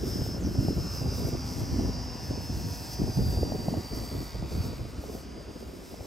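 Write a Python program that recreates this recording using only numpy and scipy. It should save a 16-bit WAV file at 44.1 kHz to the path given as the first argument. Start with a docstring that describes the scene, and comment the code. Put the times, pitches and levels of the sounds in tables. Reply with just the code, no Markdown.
"""Over a grass field an electric aerobatic model plane flies past, low on knife edge, and draws away.
Its motor whines on the 60th shaft order with sidebands a shaft turn apart, and brief swishes slide down.
The three-blade propeller is a sum of low tones and pulsing noise, part of it combed by a ground echo.
Gusts of shaped noise and short buffets strike the microphone over the steady murmur of the field."""
import sys
import numpy as np
from scipy.fft import rfft, irfft, next_fast_len
from scipy.io import wavfile
from scipy.ndimage import map_coordinates

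SR = 44100
rng = np.random.default_rng(int(sys.argv[2]) if len(sys.argv) > 2 else 0)


def master_out(mix):
    """Clip the mix to full scale and print it as 16-bit PCM to the path in sys.argv[1]."""
    frames = np.transpose(np.atleast_2d(mix))
    ceiling = np.clip(frames, -1, 1)
    pcm = np.round(ceiling * 32767).astype(np.int16)
    wavfile.write(sys.argv[1], SR, pcm)


N = 267598
TIME_S = np.arange(N) / SR


def amp(db):
    """Level law: decibels to amplitude gain."""
    return 10 ** (np.asarray(db) / 20)


def unit(x):
    """Normalization: scale to rms 1."""
    return x / np.sqrt(np.mean(x ** 2) + 1e-20)


def along(points, hz):
    """Interpolation of (f/Hz, value) points on a logarithmic frequency axis."""
    f, v = np.transpose(points)
    return np.interp(np.log(hz + 1), np.log(f + 1), v)


def curves(rows):
    """Linear interpolation in time: one curve for each column after t/s."""
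    s, *columns = np.transpose(rows)
    return [np.interp(TIME_S, s, column) for column in columns]


def swing(rows):
    """Level variation: a curve in dB about its own mean."""
    db, = curves(rows)
    return db - db.mean()


def lobe(centre_s, reach_s):
    """Gaussian window: 1 at its centre time, 1/e at its half-width, 0 far away."""
    return np.exp(-((TIME_S - centre_s) / reach_s) ** 2)


def wobble(rate):
    """Band-limited random process: a smooth curve through `rate` random knots a second."""
    knots = rng.standard_normal(int(N * rate / SR) + 4)
    coarse = np.arange(0, N, 16)
    smooth = map_coordinates(knots, [coarse * rate / SR])
    return np.interp(np.arange(N), coarse, smooth)


def turbulence(rate):
    """Random process: the strength of passing eddies wanders, with a far-off safety limit."""
    limit = 9.2  # standard deviations
    return limit * np.tanh(wobble(rate) / limit)


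def filtered(x, response):
    """Linear filtering: the spectrum of x times a complex response of frequency."""
    m = next_fast_len(N + SR // 2)
    return irfft(rfft(x, m) * response(np.fft.rfftfreq(m, 1 / SR)), m)[..., :N]


def rush(spectrum, alike):
    """Partially correlated noise: coloured stereo of rms 1, mixed from a mid and a side."""
    def mid_side_gains(hz):
        turn = np.arccos(np.clip(along(alike, hz), -1, 1)) / 2
        return amp(along(spectrum, hz)) * np.array([np.cos(turn), np.sin(turn)])

    mid, side = filtered(rng.standard_normal((2, N)), mid_side_gains)
    return unit(np.array([mid + side, mid - side]))


def partial(angle, multiple, fade_db, fade_rate, blur, scatter):
    """Turbulent scattering: the tone of one shaft order fades and its phase is smeared."""
    phase = multiple * angle + scatter * rng.standard_normal() + blur * wobble(45)
    fade = unit(amp(fade_db * wobble(fade_rate)))
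    return np.sqrt(2) * fade * np.sin(phase)


def shimmer():
    """Log-normal scintillation: the gain of one tone after its way through turbulent air."""
    spread = np.log(amp(1.4))
    return np.exp(spread * turbulence(17) - spread ** 2)


def astern():
    """Changing aspect: 0 while the plane passes, 1 once it is far off and shows its tail."""
    centre_s, turn_s = 4.9, .2
    return .5 + .5 * np.tanh((TIME_S - centre_s) / turn_s)


# shaft rate as heard, throttle and Doppler shift together: t/s, rate/(turns per s)
SHAFT_RATE = [(0, 87.05), (.1, 87.1), (.28, 86.25), (.6, 85.94), (.81, 86.35), (.92, 85.75), (1.22, 85.45),
              (2, 82.98), (2.8, 80.33), (3.3, 79.1), (3.8, 78.33), (4.2, 78.2), (4.66, 77.7), (4.85, 80.1),
              (5.08, 81.7), (5.3, 81.8), (5.6, 81.45), (5.86, 81.65), (6.07, 83.3)]


def shaft():
    """Phase integration: the angle in radians is the running sum of the shaft rate as heard."""
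    speed, = curves(SHAFT_RATE)
    return speed, 2 * np.pi * np.cumsum(speed) / SR


COG_ORDER = 60
COG_DB = -10  # between the lobes, against the whine
THROB_S, THROB_WIDTH_S, THROB_DEPTH = 4.15, .4, .22


def throb(angle):
    """Amplitude modulation: for a while the cogging tone throbs once a turn."""
    return 1 + THROB_DEPTH * lobe(THROB_S, THROB_WIDTH_S) * np.cos(angle)


# lobes of the cogging tone: t/s, half-width/s, level over that between lobes/dB
COG_LOBES = [(.21, 0.2, 9.5), (.76, 0.36, 8.5), (1.27, 0.052, 3.5), (1.65, .15, -3), (1.97, 0.18, 3),
             (2.45, .25, -2.5), (3.0, .12, 4), (3.33, 0.27, 10.5), (3.76, .04, -5), (3.9, 0.27, 6),
             (4.95, .12, 1.5), (5.42, 0.42, 6.5), (5.93, .05, 8)]


def cogging(angle):
    """Magnetic cogging and directivity: magnets pass the stator; beamed lobes sweep the listener."""
    level_db = COG_DB + sum(db * lobe(s, reach) for s, reach, db in COG_LOBES)
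    tone = partial(angle, COG_ORDER, fade_db=1, fade_rate=30, blur=.1, scatter=0)
    return amp(level_db) * throb(angle) * shimmer() * tone


# lobes and nulls of single sidebands: shaft order, t/s, half-width/s, level change/dB
SIDEBAND_LOBES = [(54, 1.15, 1.07, 9), (55, 2.6, .45, 9), (56, .88, 1.4, 9), (57, .58, 1.03, 10),
                  (57, .57, .17, -7), (57, 5.5, .3, 1), (62, .66, .17, 4), (63, .68, .16, 5),
                  (64, .6, .2, 4), (66, .52, .1, 5), (57, 3.3, .5, -4), (57, 4.6, .25, -4),
                  (58, 3.4, .35, -3), (62, 5.6, .7, -5), (66, 4.85, .25, -9), (66, 5.25, .2, 5),
                  (69, 4.82, .08, 5), (58, 1.01, .73, 6), (58, 5.62, .79, -7), (59, 2.46, .23, -10),
                  (59, .53, .46, -8), (59, 1.85, .3, 3), (61, 3.01, .16, -14), (61, 1.65, .12, 6),
                  (62, 3.8, .5, 2), (63, 2.42, .55, 11), (63, 3.81, 1.4, -7), (63, 6.05, .1, 7),
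                  (64, 5.49, .67, -14), (64, 2.43, .71, 5), (65, 2.66, .97, 17), (65, .43, .44, 12),
                  (66, 2.95, .25, 5), (66, 3.74, .34, -14), (66, .79, .21, -10), (66, 5.45, .4, -3),
                  (67, 2.89, .43, 13), (67, .58, 1.4, 7), (68, 2.96, .3, 10), (69, 1.7, .56, 9),
                  (69, 2.68, .21, -13), (69, 5.4, .6, -6), (70, 3.29, .18, 10), (71, 3.54, .35, 11),
                  (71, 2.57, .29, 14), (72, 3.4, .33, 8), (72, 4.3, .5, -10), (73, 2.61, .28, 11),
                  (74, 2.82, .4, 16), (75, 2.8, .6, 15), (75, 3.19, .21, -7), (77, 2.34, .22, 13),
                  (77, 3.15, .12, 15), (78, 3.09, .22, 16), (81, 2.7, .3, 14)]


def sideband_lobe(multiple):
    """Directivity: dB that the lobes and nulls of one sideband add as they sweep by."""
    return sum(db * lobe(s, reach) for order, s, reach, db in SIDEBAND_LOBES if order == multiple)


# sidebands between their lobes: shaft order, level against the whine/dB
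SIDEBANDS = [(54, -26), (55, -28), (56, -25), (57, -17), (58, -16.5), (59, -16), (61, -18), (62, -14.5),
             (63, -14), (64, -17), (65, -22.5), (66, -16), (67, -27), (68, -22), (69, -19), (70, -27),
             (71, -27), (72, -22.5), (73, -28), (74, -28), (75, -27.5), (77, -29), (78, -29), (81, -30)]


def sidebands(angle):
    """Modulation by an uneven rotor: tones a shaft turn apart, which flutter when they fall in step."""
    in_step, astern_db = .88, 5
    looseness = 1 - in_step * lobe(THROB_S, THROB_WIDTH_S)
    tones = np.zeros(N)
    for multiple, db in SIDEBANDS:
        # from behind, the sidebands at multiples of the blade rate stand out
        level_db = db + sideband_lobe(multiple) + astern_db * astern() * (multiple % 3 == 0)
        drift = looseness * (rng.uniform(-np.pi, np.pi) + .6 * wobble(5)) / multiple
        scatter = .12 * abs(multiple - COG_ORDER)
        tone = partial(angle + drift, multiple, fade_db=2.5, fade_rate=14, blur=.15, scatter=scatter)
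        tones += amp(level_db) * shimmer() * tone
    return tones


# relative noise spectrum of the motor vents: f/Hz, level per Hz/dB
VENTS = [(3800, -35), (4550, -12), (4900, 16), (5300, 0), (5700, -15), (6300, -21), (7000, -3), (9000, -39)]
# stereo likeness of the vents and propeller air: f/Hz, left-right correlation
AIR_ALIKE = [(500, 1), (1300, 0.45), (2500, 1), (5000, 1), (12000, 1)]


def vents(angle, speed):
    """Rotor-modulated flow noise: air whistles through the motor, pitched by the shaft, pulsing each turn."""
    place = np.cumsum(speed / speed.mean()) - 1  # resampling makes the pitch follow the shaft
    whistle = np.array([map_coordinates(side, [place]) for side in rush(VENTS, AIR_ALIKE)])
    gain = amp(-17.5)  # against the whine
    return gain * (1 + .5 * np.cos(angle)) * whistle


# reference level of the motor's whine, whose swings also drive the wash: t/s, level/dB
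WHINE = [(0.0, -48), (0.08, -43), (0.3, -45), (0.39, -47.5), (0.46, -46), (0.52, -49), (0.6, -46),
         (0.75, -46), (.97, -40.5), (1.06, -47), (1.1, -42.5), (1.71, -44.5), (1.92, -43.5), (2.53, -46),
         (3.33, -46), (4.29, -45), (4.44, -50.5), (4.63, -44), (4.83, -54.5), (5.64, -57), (5.71, -62),
         (6.07, -58)]


def motor(angle, speed):
    """Superposition of shaft orders: cogging, sidebands and vents share one slightly unsteady angle."""
    whine_db, = curves(WHINE)
    whine_db = whine_db - 13 * lobe(.413, .028)  # it drops out before it swishes back in
    angle = angle + .006 * wobble(30)  # radians
    sources = cogging(angle) + sidebands(angle) + vents(angle, speed)
    return amp(whine_db + .8 * wobble(35)) * sources


# blade-passing harmonics: shaft order, level/dB, loudest t/s, lobe half-width/s
BLADES = [(3, -42, 1.45, .3), (3, -43, 2.0, .15), (6, -56.5, 2.4, .8), (9, -63, 2.7, 1.4),
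          (12, -60, 2.2, .35), (12, -60, 3.8, 1), (15, -72, 4.9, 1.2), (18, -70, 1.5, 1.2),
          (21, -65.5, 2.1, .8), (24, -70, 3, 1.5)]
# bearing tones between the whole orders: shaft order, level/dB, loudest t/s, lobe half-width/s
BEARINGS = [(9.47, -52.5, 3.25, .38), (9.47, -61.5, 1.75, .5), (9.47, -62, 4.65, .15),
            (11.47, -60.5, 2.1, 1.3), (12.6, -64, 2.1, .3), (15.8, -66, 4.55, .45), (24.7, -68, 4.25, .25),
            (25.3, -65.5, 3.8, .7), (25.3, -69, 1.5, .35), (31.6, -64, 1.1, .45), (31.6, -66, 2.65, .55),
            (31.6, -66, 4.6, .15), (32.6, -70, 2.5, .6), (33.6, -69, 2.4, .6), (34.7, -71, 2.4, .5)]


def hum(angle):
    """Tonal directivity: each low tone has its own lobes, whose powers add as the plane passes."""
    power = {}
    for multiple, db, centre, reach in BLADES + BEARINGS:
        gain = amp(db) / (1 + ((TIME_S - centre) / reach) ** 2)
        power[multiple] = power.get(multiple, 0) + gain ** 2
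    return sum(np.sqrt(p) * partial(angle, multiple, fade_db=2.6, fade_rate=14, blur=.24, scatter=3)
               for multiple, p in power.items())


def ground_lag():
    """Image source: the echo's delay in seconds is inversely proportional to the plane's distance."""
    nearest_s, nearest_m, speed_m_per_s, longest_lag_s = 2.85, 20, 12.7, .00118
    distance_m = np.hypot(nearest_m, speed_m_per_s * (TIME_S - nearest_s))
    return longest_lag_s * nearest_m / distance_m


def over_ground(air):
    """Comb filtering: noise interferes with its own ground echo, then is scaled to rms 1."""
    earlier = np.arange(N) - ground_lag() * SR
    echo = np.array([map_coordinates(side, [earlier]) for side in air])
    return unit(air + .3 * echo)


# relative spectrum of the propeller wash: f/Hz, level per Hz/dB
WASH = [(300, -10), (600, 15), (1000, 6.5), (1400, 6.5), (2000, -0.5), (2800, -2), (3600, -6.5), (4500, -4),
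        (7000, -3.5), (10000, -42)]


def wash():
    """Broadband turbulence with ground interference: its level follows the whine in part."""
    level_db = -52 + .58 * swing(WHINE)
    return amp(level_db) * over_ground(rush(WASH, AIR_ALIKE))


# relative spectrum of the blade hiss: f/Hz, level per Hz/dB
HISS = [(2200, -14), (3500, -1), (4300, 2.5), (5000, 7.5), (6100, 4.5), (7000, 1), (8000, 2), (9500, 1),
        (11000, -8), (13000, -40)]


def hiss(treble_db):
    """Broadband blade noise with ground interference: its level follows the treble in part."""
    return amp(-54.5 + .66 * treble_db) * over_ground(rush(HISS, AIR_ALIKE))


# relative spectrum of the topmost blade noise: f/Hz, level per Hz/dB
SIZZLE = [(8000, -41), (9500, -9), (10500, 0.5), (12000, 7), (13000, -2), (14500, -0.5), (15700, -5.5)]


def sizzle(treble_db):
    """Fine-scale turbulence noise: the topmost band follows the treble, with a quick flicker of its own."""
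    return amp(-57.5 + .91 * treble_db + wobble(25.25)) * rush(SIZZLE, AIR_ALIKE)


# relative spectrum of the slipstream: f/Hz, level per Hz/dB
SLIPSTREAM = [(1600, -25), (2000, 1), (2400, 0), (2900, -19), (3600, 2), (4200, -5), (5000, -25)]


def slipstream():
    """Jet turbulence: the slipstream's noise swells and fades late, as the plane draws away."""
    return amp(-60) * lobe(4.5, .55) * rush(SLIPSTREAM, AIR_ALIKE)


# level of the treble hiss, swelling and dipping, used about its mean: t/s, level/dB
TREBLE = [(0.0, -57.5), (0.1, -51), (0.41, -58), (1.23, -51), (1.43, -58), (1.47, -51.5), (2.01, -61.5),
          (2.75, -50.5), (2.85, -52.5), (2.94, -44.5), (2.97, -54), (3.21, -51.5), (3.9, -57.5),
          (3.97, -51.5), (4.16, -57.5), (4.22, -49.5), (4.38, -64), (4.68, -53.5), (4.71, -60), (4.99, -66),
          (5.14, -54), (5.34, -72), (5.73, -61.5), (6.07, -62)]


def propeller_air(angle):
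    """Periodic modulation: blade noise pulses with each blade and each turn, and the treble flickers."""
    treble_db = swing(TREBLE) + 1.5 * wobble(14)
    treble = amp(1.1 * wobble(28)) * (hiss(treble_db) + sizzle(treble_db))
    blade_beat = 1 + .12 * (np.cos(3 * angle) + .7 * np.cos(angle))
    return blade_beat * (wash() + slipstream() + treble)


# breeze between the gusts, whose rumble dies down while flutter and rasp pick up again late:
# t/s, rumble level/dB, flutter level/dB, rasp level/dB
BREEZE = [(0, -34, -38, -45.5), (2.8, -40, -47, -57.5), (5.3, -48.5, -46, -52.5), (6.07, -56, -44.5, -48)]
# gusts: start t/s, length/s, rumble level/dB, flutter level/dB, rasp level/dB
GUSTS = [(0.01, 0.039, -39, -28.5, -60), (0.19, 0.06, -38, -36.5, -47.5), (0.418, 0.063, -29, -33.5, -51),
         (0.569, 0.13, -33, -29.5, -58), (0.756, 0.025, -26.5, -32, -43),
         (1.006, 0.14, -34.5, -35.5, -43.5), (1.195, 0.16, -36.5, -38, -44.5),
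         (1.552, 0.072, -32.5, -38.5, -48.5), (1.717, 0.12, -31.5, -33, -52),
         (1.886, 0.091, -32, -43, -47.5), (2.23, 0.14, -36.5, -42, -50), (2.49, 0.18, -35, -40, -58),
         (2.992, 0.032, -31, -29, -49), (3.025, 0.059, -30, -38, -43), (3.149, 0.15, -29, -34.5, -46.5),
         (3.324, 0.21, -33, -33.5, -44), (3.528, 0.14, -36.5, -37.5, -46),
         (3.699, 0.051, -36.5, -34, -42.5), (3.909, 0.12, -36.5, -38, -47),
         (4.121, 0.069, -33.5, -37.5, -49), (4.346, 0.091, -33.5, -41.5, -47),
         (4.51, 0.082, -33, -38.5, -45.5), (4.656, 0.17, -35, -41.5, -47.5), (5.034, 0.11, -59, -46, -45.5)]


def gusting():
    """Addition of powers: each gust rises, holds and decays exponentially over the breeze."""
    attack_s, release_s = .015, .057
    power = amp(curves(BREEZE)) ** 2
    for start, length, *levels_db in GUSTS:
        rise = np.clip((TIME_S - start) / attack_s + .5, 0, 1)
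        fall = np.exp(-np.maximum(TIME_S - start - length, 0) / release_s)
        power += np.outer(amp(levels_db), rise * fall) ** 2
    return np.sqrt(power)


# relative spectra of the wind's low, middle and upper parts: f/Hz, level per Hz/dB
RUMBLE = [(15, -36), (25, -29), (40, -7.5), (55, 2), (80, 2), (120, -0.5), (170, -6.5), (250, -17.5),
          (450, -33), (900, -75)]
FLUTTER = [(70, -6), (130, -9), (190, -1.5), (270, -0.5), (380, -6), (500, -14.5), (700, -24.5),
           (1400, -91)]
RASP = [(250, -13.5), (400, 3), (500, 0.5), (680, -3.5), (900, -13), (1150, -17), (2000, -45), (4000, -70)]
# stereo likeness of the wind: f/Hz, left-right correlation
WIND_ALIKE = [(60, 0.78), (200, 0.87), (700, 0.39)]


def wind():
    """Turbulent pressure on the microphone: low rumble, lumpy flutter, and rasp from the smallest eddies."""
    rumble_gain, flutter_gain, rasp_gain = gusting()
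    eddies, lumps = turbulence(40), turbulence(110)
    rumble = unit(amp(1.64 * eddies) * rush(RUMBLE, WIND_ALIKE))
    flutter = unit(amp(1.4 * eddies + 3.8 * lumps) * rush(FLUTTER, WIND_ALIKE))
    rasp = unit(amp(2.2 * eddies + 2.8 * lumps) * rush(RASP, WIND_ALIKE))
    return rumble_gain * rumble + flutter_gain * flutter + rasp_gain * rasp


# relative spectrum of the open field: f/Hz, level per Hz/dB
FIELD = [(25, -21), (60, 12), (150, -16), (300, -4), (600, -23), (1000, -14.5), (1600, -22), (2500, -19.5),
         (4000, -26), (7000, -61), (9000, -28), (12000, -72), (16000, -53)]
# stereo likeness of the field: f/Hz, left-right correlation
FIELD_ALIKE = [(60, 0.84), (400, 0.17), (1200, 0.055), (2500, 0.92), (6000, 0.5)]


def field():
    """Stationary noise: the steady murmur of the open field."""
    return amp(-48) * rush(FIELD, FIELD_ALIKE)


# hardest buffets: t/s, nominal edge level/dB, nominal thump level over edge/dB, thump f/Hz
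BUFFETS = [(0.156, -37.5, 21, 255), (0.217, -35, 18.5, 110), (.263, -29.5, -8, 250),
           (.364, -29.5, -11, 250), (0.448, -32, 15.5, 204), (0.586, -34.5, 25, 111),
           (.648, -37.5, 19.5, 265), (0.683, -22.5, 9.5, 155), (1.015, -30, 11.5, 107),
           (1.086, -41, 23, 80), (1.248, -29.5, 13.5, 106), (1.729, -40, 21, 173), (1.796, -29, 10, 227),
           (1.848, -37, 19, 114), (3.035, -33.5, 15, 129), (3.075, -34.5, 16, 83), (3.172, -30, 13.5, 150),
           (3.218, -33, 14, 99), (3.372, -27, 12, 80), (3.43, -23, 8, 403), (3.52, -21.5, -3, 200),
           (3.683, -19, 4, 165), (3.739, -21, -6, 112), (4.424, -30, 8.5, 210), (4.602, -40.5, 24.5, 85),
           (4.816, -42, 9, 200), (4.985, -48, 23, 65), (5.038, -32, -7, 82), (5.149, -36, 9, 240),
           (5.941, -31.5, -1, 262), (6.007, -31.5, 2, 83)]


def buffets():
    """Pressure transients: a single strong eddy gives a sharp edge and a short thump."""
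    cycles, lead_s, edge_hz, edge_cycles = .72, .00194, 640, .88
    thumps = np.zeros((2, N))
    for s, db, thump_db, hz in BUFFETS:
        near = abs(TIME_S - s) < .05
        u = TIME_S[near] - s - lead_s
        # one random phase, and a small offset for each side
        phase = rng.uniform(0, 2 * np.pi) + rng.normal(0, .45, (2, 1))
        edge = np.exp(-(u * edge_hz / edge_cycles) ** 2) * np.sin(2 * np.pi * u * edge_hz + phase)
        thump = np.exp(-((u * hz - .3) / cycles) ** 2) * np.sin(2 * np.pi * u * hz + phase)
        # the edge plays 2 dB and the thump 4 dB under its nominal level
        thumps[:, near] += amp(db - 2) * edge + amp(db + thump_db - 4) * thump
    return thumps


# brief falling swishes: t/s, half-width/s, centre f/Hz, slide/(Hz per s), level/dB
SWISHES = [(.412, .014, 7100, -15000, -57), (.457, .03, 5800, -11000, -49.5),
           (.96, .055, 5950, -2000, -52.5), (3.97, .045, 5450, -1000, -53)]


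def swish():
    """Narrow-band noise on a gliding carrier: brief bands slide down in frequency."""
    knots_per_s = 900  # sets the bandwidth
    out = np.zeros(N)
    for s, reach, hz, slide, db in SWISHES:
        u = TIME_S - s
        phase = 2 * np.pi * (hz + slide * u / 2) * u
        band = wobble(knots_per_s) * np.cos(phase) + wobble(knots_per_s) * np.sin(phase)
        out += amp(db) * lobe(s, reach) * unit(band)
    return out


def scene():
    """Linear superposition of the plane, the wind and the open field."""
    speed, angle = shaft()
    plane = motor(angle, speed) + hum(angle) + propeller_air(angle) + swish()
    return plane + wind() + field() + buffets()


# phase between the microphone's two ports, largest in the top octave: f/Hz, left lead/half cycles
PORTS = [(600, -.07), (1400, .16), (2500, .06), (3200, .13), (5000, .14), (6200, .03), (8600, -.03),
         (9100, -.46), (10100, -1), (12000, -2), (13850, -3), (15400, -4)]


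def record(dry):
    """Microphone response: a bass roll-off, a phase difference between the ports and an upper band limit."""
    low_cut_hz, top_hz = 32, 15800

    def response(hz):
        lead = np.pi * along(PORTS, hz) * np.array([[1], [-1]]) / 2  # half to each side
        low_cut = hz ** 4 / np.hypot(hz ** 4, low_cut_hz ** 4)
        return np.exp(1j * lead) * low_cut * (hz < top_hz)

    return filtered(dry, response)


dry = scene()
out = record(dry)
master_out(out)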